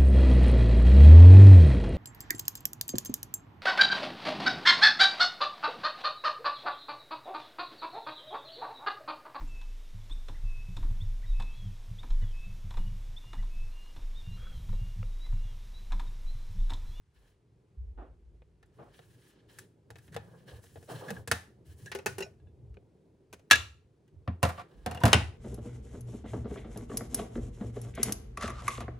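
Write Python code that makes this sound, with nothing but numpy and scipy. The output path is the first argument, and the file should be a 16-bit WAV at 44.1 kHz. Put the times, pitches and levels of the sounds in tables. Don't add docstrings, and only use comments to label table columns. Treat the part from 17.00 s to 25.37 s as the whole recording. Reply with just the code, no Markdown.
import sys
import numpy as np
from scipy import signal
from scipy.fft import rfft, irfft, next_fast_len
from scipy.io import wavfile
from scipy.ndimage import uniform_filter1d, map_coordinates

SR = 44100
rng = np.random.default_rng(int(sys.argv[2]) if len(sys.argv) > 2 else 0)


def materialize(psi):
    bounded = np.clip(np.atleast_2d(psi).T, -1, 1)
    quanta = np.round(bounded * 32767).astype(np.int16)
    wavfile.write(sys.argv[1], SR, quanta)


def convert_level_to_amplitude(level_db):
    exponent = np.asarray(level_db, float) / 20
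    return 10 ** exponent


N = 369191

# pitch_hz, level_db, t60_s (time to fade by 60 dB)
HANDLE_MODES = [(466, -3.5, 0.34), (794, -7, 0.044), (840, -11.5, 0.99), (1385, -15.5, 0.1),
                (1768, 9.5, 0.036), (2565, -9, 0.51), (3810, -14.5, 0.25), (5250, -22.5, 0.07),
                (6300, -13, 0.073), (7574, -13.5, 0.2)]
POT_MODES = [(389.7, 1, 0.58), (548, -19, 0.23), (850, -5.5, 0.069), (1486, -4.5, 0.24),
             (1817, -1.5, 0.065), (2360, -25, 0.148), (2508, -12, 0.056), (2830, -5, 0.061),
             (4080, -20, 0.1243), (4560, -35.5, 0.14), (4850, -24, 0.174), (5520, -16, 0.14),
             (6130, -31, 0.13), (6370, -25, 0.15)]
LID_MODES = [(1388, -17, 0.15), (1660, 1, 0.084), (1870, -17, 0.15), (2341, -14.5, 0.11),
             (2640, -8.5, 0.14), (2810, -6.5, 0.087), (3510, -10, 0.16), (3940, -9, 0.16),
             (4380, -16.5, 0.098), (5660, -7.5, 0.068), (5950, -22.5, 0.39), (6474, -18.5, 0.15),
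             (7300, -12.5, 0.062), (7300, -20.5, 0.17)]
ROCKING_LID_MODES = [(492.7, -7.5, 0.22), (684, -8.5, 0.24), (733, -10, 0.17), (855, -11.5, 0.25),
                     (998, -15.5, 0.08), (1600, 1.5, 0.035), (1839, -9, 0.15), (2310, -27, 0.13),
                     (2595, -13, 0.14), (2830, -2, 0.065), (3415, -6, 0.034)]
WORKTOP_MODES = [(85, 2, .26), (102.5, -3, .18), (176.5, -11, .16), (226, -9, 0.13), (265.4, -11, .11)]
GRIP_MODES = [(508, -8, 0.039), (1550, 0, 0.06), (2468, 5, 0.059), (2970, -5, 0.038), (6440, -3, .06)]
LANDING_LID_MODES = [(520, -5, 0.18), (664, -34, 2.8), (711, -8.5, 0.24), (1030, -6.5, 0.24),
                     (1160, -30, 1.0), (1164, -21, 0.46), (1350, -13, 0.25), (1880, -22, 0.46),
                     (2370, -23, 0.21), (2773, -13, 0.092), (3795, -46, 0.29), (4867, -44, 0.15)]
FLAT_LID_MODES = [(843, -3.5, 0.093), (1505, -1, 0.26), (1930, -0.5, 0.11), (1990, -6, 0.13),
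                  (2258, -14, 0.21), (2490, -12, 0.27), (2600, -6.5, 0.14), (2750, -4, 0.073),
                  (2790, -6, 0.17), (3070, -4.5, 0.13), (3820, -16, 0.07), (5170, -12.5, 0.17)]

# pitch_hz, level_db (per Hz)
HANDLE_CRACK = [(120, -29.5), (200, -19), (335, -22.5), (715, -16), (997, -17.5), (1770, -9), (2090, -16.5),
                (2250, -19), (11400, -24.5), (15600, -28), (16500, -57)]
POT_CRACK = [(120, -22.5), (200, -11.5), (300, -25.5), (382, -9), (628, -18), (2560, -22.5), (3630, -28.5),
             (6090, -26), (13500, -30.5), (15300, -31), (16500, -37)]
LID_CRACK = [(120, -50.5), (200, -20), (829, -20), (1340, -7.5), (1470, -19.5), (1670, -14.5),
             (2010, -15.5), (2860, -13.5), (11800, -23), (15300, -27), (16500, -37.5)]
WORKTOP_CRACK = [(120, 8), (200, 1), (329, -7.5), (829, -3), (1160, -4.5), (1500, -5.5), (3020, -16),
                 (11200, -26), (13500, -24), (15300, -28.5), (16500, -53.5)]
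BUMP_CRACK = [(120, -26), (250, -2), (742, -5), (926, -10), (1250, -8), (2090, -25), (10200, -48),
              (15600, -46), (16500, -55)]
FLAT_CRACK = [(150, -31.5), (250, -4), (622, -5), (853, -1.5), (2860, -7.5), (11000, -22.5), (12900, -47.5),
              (15700, -27), (16500, -49.5)]

# start_s, peak_db, hollow_knock_db, low_thump_db, brightness_db
LATCH_CLICKS = [(1.6282, -67.5, -2, -4, -22), (1.9914, -61, 8.5, -14, -27), (2.5865, -53, -17, -11, -1),
                (2.9038, -56, 6, -22, -10), (2.9567, -59.5, 2, -3, -20), (2.9844, -66.5, -31, -6, -11),
                (3.0794, -68, -6, 17, -40), (3.1443, -55.5, -3, -15, -12), (3.1637, -41.5, 6, -7, -23.5),
                (3.6396, -66.5, 7, -14, -5), (3.8272, -66, 6, -2, -9), (4.1044, -42.5, 9.5, -10, -13),
                (4.1644, -64, -19, 7, -55), (4.2752, -44, 1.5, 4, -5), (4.3141, -27.5, -4.5, -5.5, -10.5)]
RIM_KNOCKS = [
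    (4.9162, -40.5, -16.5, -14, -18.5),
    (4.9495, -37.5, -3.5, -16, -9.5),
    (4.9878, -45.5, -2.5, -16, -22.5),
    (5.0601, -30, -9, -30.5, -7.5),
    (5.1823, -38.5, -1.5, -23, -5),
    (5.2047, -40.5, -6, -25, -10.5),
    (5.2238, -47.5, -6, -3, -11),
]
LID_CLACKS = [
    (4.8597, -53, 6, -6, -4),
    (5.4001, -73.5, 23.5, 3, -31),
    (5.4703, -70.5, 34, 8, -54),
    (6.5108, -14.5, -13, -39, -15),
    (6.5289, -23, -14, -17, -17),
]
LID_CHATTER = [
    (6.5175, -20, -24, -34, -22),
    (6.556, -35, -18.5, -31, -19.5),
]
LID_LANDING = [
    (7.2765, -35.5, 0.5, 13.5, -36),
    (7.429, -17.5, -2.5, -1.5, -12),
    (7.577, -42, -3, -25, -36.5),
    (7.595, -43.5, -6, -25, -29.5),
]
LID_ROCKS = [
    (7.8611, -26, 0.5, 7.5, -16.5),
    (7.911, -34.5, -3, 8, -13.5),
    (7.947, -37.5, -2, 6, -13),
    (7.973, -38, 4, -8, -25),
    (7.995, -54.5, 7, -5, -20),
    (8.016, -40, 7, -23, -32),
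    (8.0359, -18, 5, 16, -19.5),
    (8.0535, -16.5, -4.5, 13, -11),
]
LID_FALL = [
    (8.1305, -14.5, -5.5, -32, -15),
    (8.143, -23.5, 8, 6, -18.5),
    (8.195, -52, 6, 16.5, -15),
]
GRIP_TAPS = [
    (1.42, -70, 14, -12, -60),
    (5.742, -79, -13, 2, -19),
    (5.7697, -60, 23, -3.5, -53),
    (6.328, -53, 8.5, -0.5, -12.5),
    (6.335, -57.5, -2.5, -9.5, -9),
    (6.394, -70, 7.5, -10, -17),
    (7.0782, -80.5, -16, -8, -13),
]

# start_s, peak_db, hollow_knock_db, brightness_db, contact_ms
SOFT_BUMPS = [
    (0.973, -61, 2, -55, 54),
    (1.782, -62, 2, -52, 50),
    (3.885, -58, 0, -30, 50),
]
LATCH_GRAZES = [
    (1.659, -86, -20, 11, 5),
    (3.121, -66, -40, -7, 29),
    (3.757, -59, 14, -24, 18),
    (4.08, -54.5, -15, -14.5, 32),
    (6.501, -46.5, -29, -21.5, 16),
]
LANDING_SCUFFS_ON_TOP = [
    (7.423, -52, -10, -23, 10),
    (7.452, -24, 1.5, -25, 4.6),
    (7.49, -33.5, -3, -14, 15),
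    (7.58, -43, -8.5, -19, 38),
]
ROCKING_SCUFFS = [
    (8.002, -36, 1, -13, 41),
    (8.079, -22.5, 1, -17, 12),
    (8.118, -35.5, -4, -17.5, 16),
    (8.7, -35, -39, -3, 15),
]

# start_s, peak_db, pitch_hz, t60_s
PING_TOUCHES = [(3.882, -55, 600, 0.041), (3.893, -51, 790, 0.054), (3.912, -49, 660, 0.065),
                (3.955, -47.5, 553, 0.055), (4.009, -50.5, 850, 0.055), (4.045, -55.5, 486, 0.105),
                (4.081, -49.5, 1730, 0.1), (4.166, -48.5, 1650, 0.039), (4.86, -49, 1643, 0.079),
                (4.878, -51, 1754, 0.072), (4.917, -43, 1840, .05), (5.061, -38, 1750, 0.048),
                (5.075, -52, 1458, .15), (4.95, -46, 2910, 0.014), (4.989, -48, 2600, 0.017),
                (5.062, -43, 2600, 0.054), (5.205, -45, 2750, 0.033), (5.222, -44, 2800, 0.047),
                (5.222, -54, 5500, 0.1), (5.223, -49, 1950, 0.036), (5.228, -53, 2500, 0.086),
                (5.226, -58, 4000, 0.063), (5.224, -60, 4900, 0.065), (5.224, -58.5, 6760, 0.074),
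                (5.262, -53.5, 645, 0.069), (6.529, -20, 1685, .07), (7.275, -47, 1146, 0.035),
                (7.277, -50, 1770, 0.035), (7.429, -33, 2750, 0.054), (7.432, -36, 528, .07),
                (7.863, -41, 735, 0.091), (7.911, -43, 728, 0.091), (7.947, -47, 740, .1),
                (7.975, -51, 2790, 0.045), (7.579, -46, 1140, .05), (7.59, -50, 1100, 0.065),
                (7.591, -46, 724, 0.085), (7.91, -52, 2800, 0.03), (7.946, -57, 2800, 0.049),
                (8.014, -37, 960, 0.033), (8.036, -21, 1580, 0.024), (8.036, -24.5, 986, 0.037),
                (8.054, -34, 713, 0.096), (8.132, -22.5, 2980, 0.037), (8.131, -28, 1939, 0.032)]

# start_s, length_s, scrape_db, fizz_over_scrape_db, drag_over_scrape_db
STROKES = [(0.15, 0.16, -99, -3, 7.5), (1.743, 0.18, -99.5, -4.5, 10), (1.942, 0.36, -94, 0.5, -17),
           (2.254, 0.17, -96, -21, -15), (2.501, 0.11, -87.5, -1.5, 0), (2.966, 0.12, -99, 4, -10),
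           (3.129, 0.3, -98, 0.5, 20.5), (3.482, 0.087, -83.5, -3.5, 12), (3.637, 0.24, -93.5, 4.5, -13),
           (3.902, 0.058, -75.5, -2, 10.5), (4.003, 0.11, -81, -2, 15.5), (4.114, .08, -88.5, 2.5, 16.5),
           (4.666, 0.055, -92, 2.5, -16.5), (4.784, 0.1, -91.5, 5.5, -2), (7.564, 0.019, -83, -9, -7),
           (7.694, 0.14, -97, -7.5, 15), (7.865, 0.13, -90, -22, 11)]
# pitch_hz, width_hz, level_db
SCRAPE_PEAKS = [(1700, 130, 2), (3050, 280, -5), (4100, 300, -8), (5500, 450, -11), (2500, 3000, -11)]
# pitch_hz, level_db (per Hz)
FIZZ_COLOUR = [(2650, -27.5), (4500, -13), (5530, -8.5), (10900, -7.5), (12300, -5), (13400, -30),
               (15500, -1), (16200, -20), (16500, -49)]
DRAG_COLOUR = [(150, -28.5), (250, -11.5), (516, 4), (576, -4.5), (1230, -11), (1300, -19.5), (1690, -9),
               (2860, -120)]

# start_s, level_db, pitch_hz, t60_s
CAMERA_JOLTS = [(0.2, -67.5, 45.5, 0.52), (.82, -46, 54, 0.66), (0.972, -62, 53, 1.47),
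                (1.28, -64.5, 54, 0.71), (1.45, -79, 52, 1.4), (1.621, -75.5, 78, 0.85),
                (1.802, -66, 117, 0.63), (1.9, -68, 50, 0.26), (2.1, -66, 113, 0.46), (2.55, -72, 110, 1.2),
                (2.922, -65.5, 107, 1.06), (3.152, -59.5, 133, 0.89), (3.351, -70.5, 143, 2.3),
                (3.56, -56, 85, 0.45), (3.779, -58.5, 104, 0.45), (3.948, -55.5, 124, 0.6),
                (4.12, -50, 168, 0.38), (4.22, -48.5, 100, 0.21), (4.7, -60.5, 89, 0.58),
                (4.862, -51.5, 124, 0.26), (5.1, -58.5, 101.3, 0.76), (5.461, -64, 73.7, 1),
                (5.628, -55, 98, 0.61), (5.739, -49, 70.5, 0.2), (6.551, -51, 84, 0.62),
                (7.17, -57.5, 85, 0.47), (7.791, -57.5, 55.1, 0.52), (8.231, -37.5, 81, 0.33)]

# start_s, level_db
MURMUR_LEVEL = [(0, -95), (.6, -84.5), (1.35, -85.5), (2.34, -81), (5.3, -78.5), (6.3, -81), (6.9, -84.5),
                (7.3, -78.5), (8.37, -75)]
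# pitch_hz, level_db (per Hz)
MURMUR_COLOUR = [(90, -20), (160, 1.5), (250, -4.5), (400, 0.5), (520, -9), (650, -15), (1000, -22.5),
                 (1500, -46.5)]
HISS_COLOUR = [(400, -20), (900, 0), (2000, -5), (4000, -10), (9000, -16), (16000, -30)]

# pitch_hz, likeness (0 to 1)
LIKENESS = [(150, .95), (600, .75), (1050, .5), (2000, .7), (8500, .6), (10000, .98), (11000, .95),
            (12000, .6)]
# pitch_hz, lead_rad
LEFT_LEAD = [(300, -.1), (600, -.2), (1050, -1), (1600, -.6), (2500, 0), (4000, .4), (9000, 0), (10300, 0),
             (11700, -.9), (13000, 1), (15000, 2.2)]
# pitch_hz, left_minus_right_db
LEFT_LEAN = [(600, 0), (1300, -2), (2500, 1), (4000, 2.5), (8500, 3), (9800, 0)]
# pitch_hz, level_db
TREBLE = [(11800, 15), (13200, -13), (14300, 14), (15800, 14.5), (16400, -1)]

LATCH_MS, RIM_MS, CLACK_MS, ROCK_MS = 6.2, 9.2, 2.1, 9.5
NEAR_SPREAD, ROOM_SPREAD = 0.6, 2.5


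def knocks():
    blown = latch() + rim() + clack() + chatter() + landing() + rocking() + flat() + grip() + bumps()
    return filtered(blown, lambda hz: (1j * hz / (66 + 1j * hz)) ** 4)


def latch():
    return blows(firm(LATCH_CLICKS, LATCH_MS) + glancing(LATCH_GRAZES), HANDLE_MODES, HANDLE_CRACK,
                 crack_s=0.041, crack_db=-9.5, ring_db=-17, damp=0.49, peaky=0.46,
                 room_db=-23, room_s=0.3, thump_db=-7, bright_db=-7, knock_db=-6)


def rim():
    return blows(firm(RIM_KNOCKS, RIM_MS), POT_MODES, POT_CRACK,
                 crack_s=0.048, crack_db=-14, ring_db=-20, damp=0.9, peaky=1,
                 room_db=-22, room_s=0.25, thump_db=-5.5, bright_db=-5.5, knock_db=-9)


def clack():
    return blows(firm(LID_CLACKS, CLACK_MS), LID_MODES, LID_CRACK,
                 crack_s=0.052, crack_db=-12.5, ring_db=-17, damp=0.9, peaky=2.7,
                 room_db=-26, room_s=0.3, thump_db=-5.5, bright_db=-9.5, knock_db=-18)


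def chatter():
    return blows(firm(LID_CHATTER, CLACK_MS), LID_MODES, LID_CRACK,
                 crack_s=0.029, crack_db=-9, ring_db=-16.5, damp=0.44, peaky=2.9,
                 room_db=-28.5, room_s=0.3, thump_db=-2.5, bright_db=-12, knock_db=-23.5)


def landing():
    return blows(firm(LID_LANDING, ROCK_MS) + glancing(LANDING_SCUFFS_ON_TOP), LANDING_LID_MODES, WORKTOP_CRACK,
                 crack_s=0.044, crack_db=-20, ring_db=-19, damp=0.54, peaky=1.5,
                 room_db=-22.5, room_s=0.23, thump_db=-10.5, bright_db=-13.5, knock_db=-3.5)


def rocking():
    return blows(firm(LID_ROCKS, ROCK_MS) + glancing(ROCKING_SCUFFS), ROCKING_LID_MODES, WORKTOP_CRACK,
                 crack_s=0.056, crack_db=-19.5, ring_db=-28, damp=0.9, peaky=0.37,
                 room_db=-23.5, room_s=0.3, thump_db=-20, bright_db=-11.5, knock_db=-6)


def flat():
    return blows(firm(LID_FALL, CLACK_MS), FLAT_LID_MODES, FLAT_CRACK,
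                 crack_s=0.037, crack_db=-13, ring_db=-23.5, damp=0.9, peaky=0.75,
                 room_db=-25.5, room_s=0.3, thump_db=-7, bright_db=-13, knock_db=-6)


def grip():
    return blows(firm(GRIP_TAPS, LATCH_MS), GRIP_MODES, POT_CRACK,
                 crack_s=0.042, crack_db=-7.5, ring_db=-16.5, damp=0.4, peaky=0.93,
                 room_db=-23.5, room_s=0.3, thump_db=-7.5, bright_db=-5.5, knock_db=2)


def bumps():
    return blows(glancing(SOFT_BUMPS), POT_MODES, BUMP_CRACK,
                 crack_s=0.3, crack_db=-6, ring_db=-25.5, damp=0.57, peaky=0.5,
                 room_db=-4, room_s=0.3, thump_db=-19.5, bright_db=-16, knock_db=-0.8)


def firm(events, contact_ms):
    return [(*row, contact_ms) for row in events]


def glancing(events):
    return [(s, db, knock, -20, bright, ms) for s, db, knock, bright, ms in events]


def blows(events, modes, tone, crack_s, crack_db, ring_db, damp, peaky, room_db, room_s,
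          thump_db, bright_db, knock_db):
    out = np.zeros((2, N + SR))
    t = np.arange(SR // 2) / SR
    for start_s, db, knock, thump, bright, contact_ms in events:
        contact_s = contact_ms / 1000
        tilt = [(700, knock - knock_db), (1300, 0.014), (3500, 0.015), (8000, bright - bright_db)]
        colour = crack_colour(modes, tone, tilt, peaky)
        tick = spread(noise(len(t)), lambda hz: colour(hz) * hz / 1500, NEAR_SPREAD) * fade(t, 0.027)
        crack = spread(noise(len(t)), colour, NEAR_SPREAD) * fade(t - contact_s, crack_s)
        middle = ringing(t, modes, tilt, damp)
        side = ringing(t, modes, tilt, damp)
        steel = middle + 0.5 * side * np.array([[1], [-1]])
        rise = 1 - np.exp(-t / (0.000046 + 3 * contact_s ** 2))
        near = convert_level_to_amplitude(crack_db) * (crack + tick) + convert_level_to_amplitude(ring_db) * steel + convert_level_to_amplitude(room_db) * room_tail(t, colour, room_s)
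        boom = convert_level_to_amplitude(thump + thump_db) * worktop_thump(t)
        place(out, start_s, convert_level_to_amplitude(db) * (near * rise + boom))
    return out[:, :N]


def crack_colour(modes, tone, tilt, peaky):
    struck = [(c, db / 3 + rng.normal(0, 2.3)) for c, db, _ in modes]

    def colour(hz):
        peaks = sum(convert_level_to_amplitude(db) / (1 + ((hz - c) / (25 + 0.012 * c)) ** 2) for c, db in struck)
        return convert_level_to_amplitude(along(tone, hz) + along(tilt, hz)) * (1 + peaky * peaks)
    return colour


def ringing(t, modes, tilt, damp):
    total = 0
    for hz, level_db, t60_s in modes:
        strength = convert_level_to_amplitude(level_db + along(tilt, hz) + rng.normal(0, 2))
        total = total + strength * fade(t, min(t60_s, 0.2) * damp) * swing(hz, len(t))
    return total


def swing(hz, count):
    hold = 128
    steps = np.repeat(rng.standard_normal(count // hold + 1), hold)[:count]
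    return np.sin(2 * np.pi * hz / SR * np.cumsum(1 + 0.006 * steps) + rng.uniform(0, 6))


def worktop_thump(t):
    hum = sum(convert_level_to_amplitude(db) * fade(t, t60_s) * np.sin(2 * np.pi * hz * t) for hz, db, t60_s in WORKTOP_MODES)
    return hum * (1 - np.exp(-(t / 0.0059) ** 2))


def room_tail(t, colour, room_s):
    decay = fade(t, room_s) + convert_level_to_amplitude(-18) * fade(t, 0.42)
    return spread(noise(len(t)), colour, ROOM_SPREAD) * decay * (1 - np.exp(-t / 0.0023))


def pings():
    out = np.zeros((2, N + SR))
    t = np.arange(SR // 4) / SR
    for start_s, db, pitch_hz, t60_s in PING_TOUCHES:
        width_hz = 0.025 * pitch_hz
        rattle = spread(noise(len(t)), lambda f: 1 / (1 + ((f - pitch_hz) / width_hz) ** 2), NEAR_SPREAD)
        rise = 1 - np.exp(-t / 0.0027)
        place(out, start_s, convert_level_to_amplitude(db - 4.5) * fade(t, t60_s) * rise * rattle)
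    return out[:, :N]


def rubbing():
    scrape_gain, fizz_gain, drag_gain = np.zeros((3, N))
    for start_s, length_s, db, fizz_db, drag_db in STROKES:
        shape = stroke(start_s, length_s)
        scrape_gain += convert_level_to_amplitude(db + 6) * shape
        fizz_gain += convert_level_to_amplitude(db + fizz_db + 5) * shape
        drag_gain += convert_level_to_amplitude(db + drag_db + 1) * shape

    def metal(f):
        peaks = sum(convert_level_to_amplitude(db) / (1 + ((f - c) / width) ** 2) for c, width, db in SCRAPE_PEAKS)
        return peaks * (f > 900) / (1 + (f / 6000) ** 4)
    scrape = rush(metal, grit_db=2.4)
    fizz = rush(lambda f: convert_level_to_amplitude(along(FIZZ_COLOUR, f)), grit_db=1.2)
    drag = rush(lambda f: convert_level_to_amplitude(along(DRAG_COLOUR, f)), grit_db=2.5)
    return scrape_gain * scrape + fizz_gain * fizz + drag_gain * drag


def stroke(start_s, length_s):
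    rise_s, fall_s = 0.03, 0.08
    corners = np.cumsum([start_s - rise_s, rise_s, length_s, fall_s])
    return np.interp(np.arange(N) / SR, corners, [0, 1, 1, 0]) ** 2


def jolts():
    out = np.zeros((2, N + SR))
    t = np.arange(SR) / SR
    rise_s = 0.051
    for start_s, db, pitch_hz, t60_s in CAMERA_JOLTS:
        shake = spread(noise(SR), low_band(pitch_hz, 0.34), closer=1.4)
        place(out, start_s - rise_s, convert_level_to_amplitude(db) * fade(t, t60_s) * np.clip(t / rise_s, 0, 1) * shake)
    return out[:, :N]


def room():
    murmur_db = np.interp(np.arange(N) / SR, *np.transpose(MURMUR_LEVEL))
    murmur = convert_level_to_amplitude(murmur_db) * rush(lambda f: convert_level_to_amplitude(along(MURMUR_COLOUR, f)), grit_db=1.5)
    sliding = sum(stroke(start_s, length_s) for start_s, length_s, *_ in STROKES)
    busy = uniform_filter1d(sliding, round(0.12 * SR))
    quiet_db, busy_db = -99, -93.5
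    hiss_gain = convert_level_to_amplitude(quiet_db + (busy_db - quiet_db) * busy)
    hiss = hiss_gain * rush(lambda f: convert_level_to_amplitude(along(HISS_COLOUR, f)), grit_db=0.3)
    deep = convert_level_to_amplitude(-88) * rumble(65.3, 0.53)
    upper = convert_level_to_amplitude(-80.5 + (murmur_db + 76.5) / 2) * rumble(118, 0.32)
    return murmur + hiss + deep + upper


def rumble(pitch_hz, width):
    return spread(noise(N), low_band(pitch_hz, width), closer=0.5) * convert_level_to_amplitude(3 * wobble(9))


def low_band(pitch_hz, width):
    return lambda f: np.exp(-(np.log(f / pitch_hz + 1e-9) / width) ** 2)


def rush(gain, grit_db):
    flutter = convert_level_to_amplitude(grit_db * wobble(81) + grit_db * wobble(28))
    return spread(noise(N) * flutter, gain, closer=0.95)


def wobble(rate):
    knots = rng.standard_normal(int(N * rate / SR) + 4)
    return map_coordinates(knots, [np.arange(N) * rate / SR])


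def spread(pair, gain, closer):
    def shares(hz):
        turn = np.arccos(along(LIKENESS, hz) ** closer) / 2
        return gain(hz) * np.array([np.cos(turn), np.sin(turn)])
    middle, side = filtered(pair, shares)
    return unit(np.array([middle + side, middle - side]))


def noise(count):
    return rng.standard_normal((2, count))


def fade(t, t60_s):
    return convert_level_to_amplitude(-60 * np.clip(t, 0, None) / t60_s)


def place(out, start_s, sound):
    first = round(start_s * SR)
    out[:, first:first + sound.shape[1]] += sound


def unit(x):
    return x / np.sqrt(np.mean(x ** 2) + 1e-20)


def along(points, hz):
    f, v = np.transpose(points)
    return np.interp(np.log(hz + 1), np.log(f + 1), v)


def filtered(x, response):
    size = next_fast_len(x.shape[-1] + 4096)
    spectrum = rfft(x, size) * response(np.fft.rfftfreq(size, 1 / SR))
    return irfft(spectrum, size)[..., :x.shape[-1]]


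def scene():
    return knocks() + pings() + rubbing() + jolts() + room()


def band_limit(x):
    return signal.sosfilt(signal.butter(12, 16960, fs=SR, output="sos"), x)


def record(dry):
    def ports(hz):
        half_difference = np.exp(0.5j * along(LEFT_LEAD, hz)) * convert_level_to_amplitude(along(LEFT_LEAN, hz) / 2)
        left_right = half_difference ** np.array([[1], [-1]])
        return left_right * convert_level_to_amplitude(along(TREBLE, hz)) * (hz < 16700)
    heard = filtered(dry, ports)
    mix = heard / (1 + np.abs(heard / 0.95) ** 6) ** (1 / 6)
    return band_limit(mix)


dry = scene()
out = record(dry)
materialize(out)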